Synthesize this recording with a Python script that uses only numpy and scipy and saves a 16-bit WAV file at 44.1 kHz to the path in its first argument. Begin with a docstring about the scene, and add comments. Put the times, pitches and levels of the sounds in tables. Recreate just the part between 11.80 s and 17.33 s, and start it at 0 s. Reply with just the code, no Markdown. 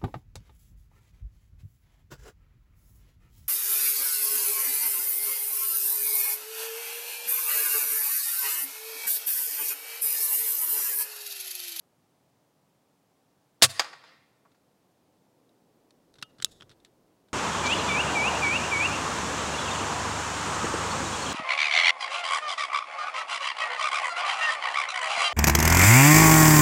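"""Air rifle in a farmyard at night

An air rifle fires, its report overloading the microphone on its sight. The pellet smacks into
a heap of old timber, a derelict shed rings on, and walls and trees throw the shot back.
Then the shooter works the loading lever: it clicks open and snaps shut, steel ringing,
while hands bump and rumble on the stock and a low, far-off rush swells in the night air."""
import sys
import numpy as np
from scipy import signal
from scipy.fft import rfft, irfft, next_fast_len
from scipy.io import wavfile

SR = 44100
rng = np.random.default_rng(int(sys.argv[2]) if len(sys.argv) > 2 else 0)


def dump(signal):
    """Clip the signal to [-1, 1] and save it as 16-bit WAV at the path in sys.argv[1]."""
    limited = np.clip(np.atleast_2d(signal).T, -1, 1)
    pcm = np.round(limited * 32767).astype(np.int16)
    wavfile.write(sys.argv[1], SR, pcm)


N = 243873
TIME = np.arange(N) / SR
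SHOT_S = 1.8214


def amp(db):
    """Decibels to gain."""
    return 10 ** (np.asarray(db) / 20)


def at_hz(points, hz):
    """Read a table on a log-frequency axis."""
    f, value = np.transpose(points)
    return np.interp(np.log(hz), np.log(f), value)


def lifts(resonances, hz):
    """The dB that a set of resonances adds at each frequency."""
    return sum(db / (1 + (2 * (hz - f) / width) ** 2) for f, width, db in resonances)


def bin_hz(size):
    """Frequencies of a spectrum's bins, kept above zero."""
    return np.maximum(np.arange(size // 2 + 1) * SR / size, 1)


def noise(colour_db, size):
    """Random-phase noise of rms 1 with the given colour (Hz -> dB)."""
    hz = bin_hz(size)
    x = irfft(amp(colour_db(hz)) * np.exp(2j * np.pi * rng.random(len(hz))), size)
    return x / np.std(x)


def noise_bed(colour, fader):
    """Lasting noise of one colour that rides a level curve."""
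    gain = amp(np.interp(TIME, *np.transpose(fader)))
    return gain * noise(lambda hz: at_hz(colour, hz), next_fast_len(N))[:N]


def swell(t, rise, t60):
    """Envelope with a linear attack and an exponential decay."""
    return np.clip(t / rise, 0, 1) * amp(-60 * np.maximum(t - rise, 0) / t60)


def add(out, start_s, x):
    """Mix x into out from start_s."""
    i = int(np.clip(start_s * SR, 0, N - 1))
    out[i:i + len(x)] += x[:N - i]


def ring(modes, spread_db=0, size=22050):
    """Decaying sines of a struck body; spread_db varies their balance from hit to hit."""
    t = TIME[:size]
    return sum(amp(db + spread_db * rng.normal()) * np.sin(2 * np.pi * hz * t) * swell(t, .002, t60)
               for hz, db, t60 in modes)


def fade_bands(x, loss):
    """Each band of x dies at its own rate, read from the loss table in dB per second."""
    centres = np.geomspace(125, 16000, 15)
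    hz, spectrum = bin_hz(len(x)), rfft(x)
    shares = [np.interp(np.log(hz), np.log(centres), row) for row in np.eye(len(centres))]
    return sum(irfft(spectrum * share, len(x)) * amp(-at_hz(loss, f) * TIME[:len(x)])
               for f, share in zip(centres, shares))


def blow(colour_db, t60, rise=.0005, size=4096):
    """A brief crunch of noise, rung through a body of the given colour (Hz -> dB)."""
    envelope = swell(TIME[:size // 2], rise, t60)
    # minimum phase: the body rings only after it is touched
    cepstrum = irfft(np.log(amp(colour_db(bin_hz(size)))))[:size // 2]
    body = np.exp(rfft(2 * cepstrum, size) - cepstrum[0])
    crunch = rng.standard_normal(size // 2) * envelope
    x = irfft(rfft(crunch, size) * body)
    return x * np.sqrt(np.sum(envelope ** 2) / np.sum(x ** 2))


def night(air_db=-68.5):
    """Still air with a faint hiss, and a low far-off rush that swells later on."""
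    # colour of the night air: freq_hz, relative_db
    air_colour = [(25, -8), (60, -9), (100, -5.5), (135, -2.5), (190, -4), (235, -8), (275, -3.5),
                  (330, -9.5), (700, -9.5), (950, -13), (1500, -21), (2500, -24.5), (5000, -26),
                  (16000, -32)]
    # colour of the rush: freq_hz, relative_db
    rush_colour = [(30, -32.5), (70, -17), (130, -5), (300, 2.5), (500, -1.5), (900, -16), (2000, -33),
                   (8000, -44)]
    # its swell: time_s, level_db
    rush_fader = [(0, -89), (2.3, -80.5), (3.8, -68.5), (4.9, -65), (5.53, -71)]
    return noise_bed(air_colour, [(0, air_db)]) + noise_bed(rush_colour, rush_fader)


def contacts(hits, ring_db, width_octaves=.2):
    """Rifle parts meet: each hit crunches round the pitch of its part and leaves the steel ringing."""
    # colour of a click coming through the rifle: freq_hz, relative_db
    click_colour = [(100, -17), (330, -12), (520, -20), (850, -19), (1350, -2), (2300, -8), (3500, 1),
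                    (4500, -5), (5400, -2.5), (6700, -8), (7800, -5), (11000, -14), (13000, -23),
                    (16000, -28)]
    # thin after-ring of the steel: pitch_hz, level_db, t60_s
    steel_modes = [(1260, -36, 0.086), (2700, -40, .09), (3553, -29, .055), (5150, -41, .09),
                   (5841, -38, .055), (6428, -46, .14), (9356, -51.5, 0.12), (9927, -49.5, .14),
                   (11200, -43, .11)]
    out = np.zeros(N)
    for start_s, db, t60, pitch_hz, lift_db, tilt in hits:
        def colour(hz):
            octaves = np.log2(hz / pitch_hz)
            peak_db = lift_db * np.exp(-(octaves / width_octaves) ** 2)
            return at_hz(click_colour, hz) + tilt * np.maximum(octaves, -2) + peak_db
        add(out, start_s, amp(db) * blow(colour, t60))
        add(out, start_s, amp(db + ring_db) * ring(steel_modes, spread_db=4))
    return out


def firing():
    """The sear lets go, the hammer hits the valve and rings the receiver, the muzzle pops."""
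    # sear, hammer, muzzle: start_s, level_db, t60_s, pitch_hz, lift_db, tilt_db_per_octave
    hits = [(1.8158, -34, .027, 4200, 1, -4.5), (1.8214, -7, .021, 1500, 2, -2.5),
            (1.823, -16, .026, 650, 22, -3)]
    # ring of the receiver: pitch_hz, level_db, t60_s
    receiver_modes = [(205, -25, .07), (510, -27, 0.096), (659, -13.5, .03), (1131, -24, .11),
                      (2673, -25, 0.11)]
    out = contacts(hits, ring_db=-7)
    add(out, SHOT_S, ring(receiver_modes))
    return out


def report(level_db=-8, attack_s=.0039, length_s=.06, fall_bend=2.5, size=4096):
    """The valve opens: a rush of air through the action's resonances holds, then collapses."""
    # rush of air and rattle of the action: freq_hz, relative_db
    blast_colour = [(40, -38), (100, -22), (200, -15), (280, -20), (500, -5), (900, -8), (1400, -3.5),
                    (2300, -6), (4200, -0.5), (5800, -4.5), (7500, -4), (9800, -4.5), (12000, -15.5),
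                    (16000, -21)]
    # resonances of barrel and action: centre_hz, width_hz, lift_db
    action_peaks = [(535, 60, 4), (1150, 45, 4), (3230, 35, 2.5), (3370, 30, 6.5), (3700, 35, 3),
                    (3730, 35, 4), (4050, 60, 3), (4330, 40, 3), (4680, 80, 4), (5190, 130, 3),
                    (6300, 70, 4), (7900, 42, 7), (10220, 60, 6)]
    t, out = TIME[:size], np.zeros(N)
    fall_db = -60 * (t / length_s) ** fall_bend
    air = noise(lambda hz: at_hz(blast_colour, hz) + lifts(action_peaks, hz), size)
    add(out, SHOT_S, air * amp(level_db + fall_db) * np.minimum(t / attack_s, 1))
    return out


def stock(recoil_s=1.838):
    """The stock thumps with the recoil, then bumps and rumbles under shifting hands."""
    # low modes of the stock: pitch_hz, level_db, t60_s
    stock_modes = [(99, -37, 0.37), (111, -35.5, .12), (126, -29, .19), (235, -48, .22), (355, -54.5, .15)]
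    # soft knocks of the hands: start_s, level_vs_recoil_db
    bumps = [(4.385, -30), (4.429, -29), (4.59, -27), (4.632, -26), (4.832, -26), (4.896, -27.5)]
    # handling rumble: freq_hz, relative_db
    rumble_colour = [(15, 6), (30, 4), (60, -14), (110, -28), (200, -42), (600, -66)]
    # its rise and fall: time_s, level_db
    rumble_fader = [(3.4, -72), (4.2, -59), (4.4, -47), (4.52, -53), (4.65, -41), (4.85, -46), (5.1, -53),
                    (5.53, -65)]
    out = noise_bed(rumble_colour, rumble_fader)
    for start_s, db in [(recoil_s, 0)] + bumps:
        add(out, start_s, amp(db) * ring(stock_modes))
    return out


def yard(x, reflectors, colour, wet_db, size=48000):
    """Ground, walls and trees scatter the sound back; the air takes the treble from the late echoes."""
    # loss on the way: freq_hz, loss_db_per_s
    air_loss = [(200, 10), (2000, 12), (3500, 22), (5200, 28), (7000, 55), (10000, 58), (16000, 95)]
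    t = TIME[:size]
    power = sum((amp(db) * swell(t - delay, rise, t60)) ** 2 for delay, db, rise, t60 in reflectors)
    scatter = noise(lambda hz: at_hz(colour, hz), size) * np.sqrt(power)
    response = fade_bands(scatter, air_loss)
    return amp(wet_db) * signal.fftconvolve(x, response / np.sqrt(np.sum(response ** 2)))[:N]


def near_echoes(x):
    """A quick, bright slap off the walls beside the shooter."""
    # near reflectors: delay_s, relative_db, rise_s, t60_s
    reflectors = [(.02, -9.5, .02, .3), (.06, 3, .012, .11), (.08, -7, .04, .45)]
    # colour of the slap: freq_hz, relative_db
    colour = [(100, -9), (300, -3), (700, 2.5), (1800, 4.5), (3000, -1.5), (5200, 1.5), (9000, 3.5),
              (15000, 5.5)]
    return yard(x, reflectors, colour, wet_db=-29)


def far_echoes(x):
    """A long tail rolling back from far down the yard."""
    # far reflectors: delay_s, relative_db, rise_s, t60_s
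    reflectors = [(.09, 0, .05, 1.62), (.38, -5.5, .08, .56)]
    # colour of the tail: freq_hz, relative_db
    colour = [(100, -12.5), (300, -3.5), (700, 3), (1500, 2.5), (2150, 6.5), (2900, 0), (4200, -2),
              (5100, 3), (5800, -2), (9000, -1.5), (15000, -6)]
    return yard(x, reflectors, colour, wet_db=-31.5)


def pellet(strike_s=1.995, strike_db=-13.5, first_gap_s=.0055, shed_db=-37, size=32768):
    """The pellet smacks the boards, which clatter; the shed rings on, duller as it dies."""
    # splintering wood: freq_hz, relative_db
    timber_colour = [(80, -45.5), (200, -27.5), (340, -11.5), (600, -7.5), (1150, -1), (2000, -4),
                     (3000, -6.5), (4000, -7), (4850, -0.5), (5800, -13.5), (6600, -5.5), (8500, -17),
                     (12000, -23.5), (16000, -31.5)]
    # resonances of the boards: centre_hz, width_hz, lift_db
    board_peaks = [(820, 120, 3), (965, 66, 4), (1140, 60, 3.5), (1420, 90, 3), (1894, 80, 4.5),
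                   (2370, 220, 3), (3535, 150, 4), (4780, 270, 3.5)]
    # dull, fading knocks and echoes after the strike: start_s, level_db, tilt_db_per_octave
    late_knocks = [(2.127, -43, -5), (2.2355, -51, -4.5), (2.65, -59, -13.5), (2.743, -68.5, -3)]
    # decay of the shed's ring: freq_hz, loss_db_per_s
    shed_loss = [(200, 90), (1300, 91), (3000, 182), (6000, 203), (14000, 261.5)]

    def wood(tilt):
        return lambda hz: (at_hz(timber_colour, hz) + lifts(board_peaks, hz)
                           + tilt * np.log2(np.maximum(hz / 1200, 1)))
    out = np.zeros(N)
    for k in range(4):  # the strike, then clatter at widening gaps, softer and duller each time
        smack = blow(wood(tilt=-.3 - 1.4 * k), t60=.042, rise=.00022)
        add(out, strike_s + first_gap_s * k ** 2, amp(strike_db - 7.8 * k) * smack)
    for start_s, db, tilt in late_knocks:
        add(out, start_s, amp(db) * blow(wood(tilt), t60=.09, rise=.005))
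    shed = fade_bands(noise(wood(tilt=0), size), shed_loss)
    add(out, strike_s, amp(shed_db) * shed * np.minimum(TIME[:size] / .0068, 1))
    return out


def loading(stop_lift_db=10, cocked_s=4.428):
    """The lever hits its stops and cocks the singing hammer spring, amid knocks, ticks and rubs."""
    # lever pulled open, pushed home, latched: start_s, level_db, t60_s, pitch_hz, tilt_db_per_octave
    stops = [(4.425, -29, .023, 1400, -2.5), (4.6228, -29.5, .023, 3900, -.5),
             (4.6455, -11, .007, 3700, 4.5)]
    # dull knocks of the action in the stock: start_s, level_db
    knocks = [(4.6007, -40), (4.665, -50), (4.802, -53), (4.8083, -41), (4.8212, -41.5), (4.828, -48)]
    # bright ticks of loose fittings: start_s, level_db
    ticks = [(3.692, -63.5), (4.1066, -54.5), (4.3397, -53.5), (4.415, -50.5), (4.615, -51.5), (4.894, -51),
             (5.0012, -60.5), (5.0484, -47)]
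    # brief rubs of sliding parts: start_s, level_db
    rubs = [(2.716, -68), (4.355, -59), (4.3846, -53), (4.584, -56), (4.901, -56), (4.913, -54),
            (5.057, -61.5), (5.4843, -65)]
    # ring of the hammer spring: pitch_hz, level_db, t60_s
    spring_modes = [(1287, -51, 0.098), (2864, -55, 0.19), (3200, -55, 0.099), (3585, -57, 0.076),
                    (4560, -41, 0.027)]

    def voiced(cues, t60, pitch_hz, tilt, lift_db=8):
        return [(start_s, db, t60, pitch_hz, lift_db, tilt) for start_s, db in cues]
    hits = []
    for start_s, db, t60, pitch_hz, tilt in stops:
        touch = (start_s, db, t60, pitch_hz)
        landing = (start_s + .0011, db - 3.5, t60, pitch_hz * 1.9)  # on a smaller, higher part
        rebound = (start_s + .0072, db - 24, .022, pitch_hz)
        hits += [(*hit, stop_lift_db, tilt) for hit in (touch, landing, rebound)]
    hits += voiced(knocks, t60=.016, pitch_hz=3100, tilt=-7)
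    hits += voiced(ticks, t60=.018, pitch_hz=4000, tilt=-1)
    hits += voiced(rubs, t60=.06, pitch_hz=4100, tilt=-4)
    out = contacts(hits, ring_db=-6)
    add(out, cocked_s, ring(spring_modes))
    return out


def scene(loading_send_db=-2):
    """Firing and loading wake the near walls; only the report, thrown forward, reaches the far ones."""
    blast = report()
    shot = blast + firing()
    reload = loading()
    echoes = near_echoes(shot + amp(loading_send_db) * reload) + far_echoes(blast)
    return (shot + reload + echoes + stock() + pellet() + night())[None]


def record(dry, ceiling=.46, low_cut_hz=95, high_cut_hz=16000):
    """The microphone overloads on the report; deep bass and the very top are cut."""
    clipped = dry / (1 + (dry / ceiling) ** 6) ** (1 / 6)
    low_cut = signal.butter(3, low_cut_hz, "high", fs=SR, output="sos")
    high_cut = signal.firwin(201, high_cut_hz, fs=SR)
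    return signal.fftconvolve(signal.sosfilt(low_cut, clipped), high_cut[None], "same")


dry = scene()
out = record(dry)
dump(out)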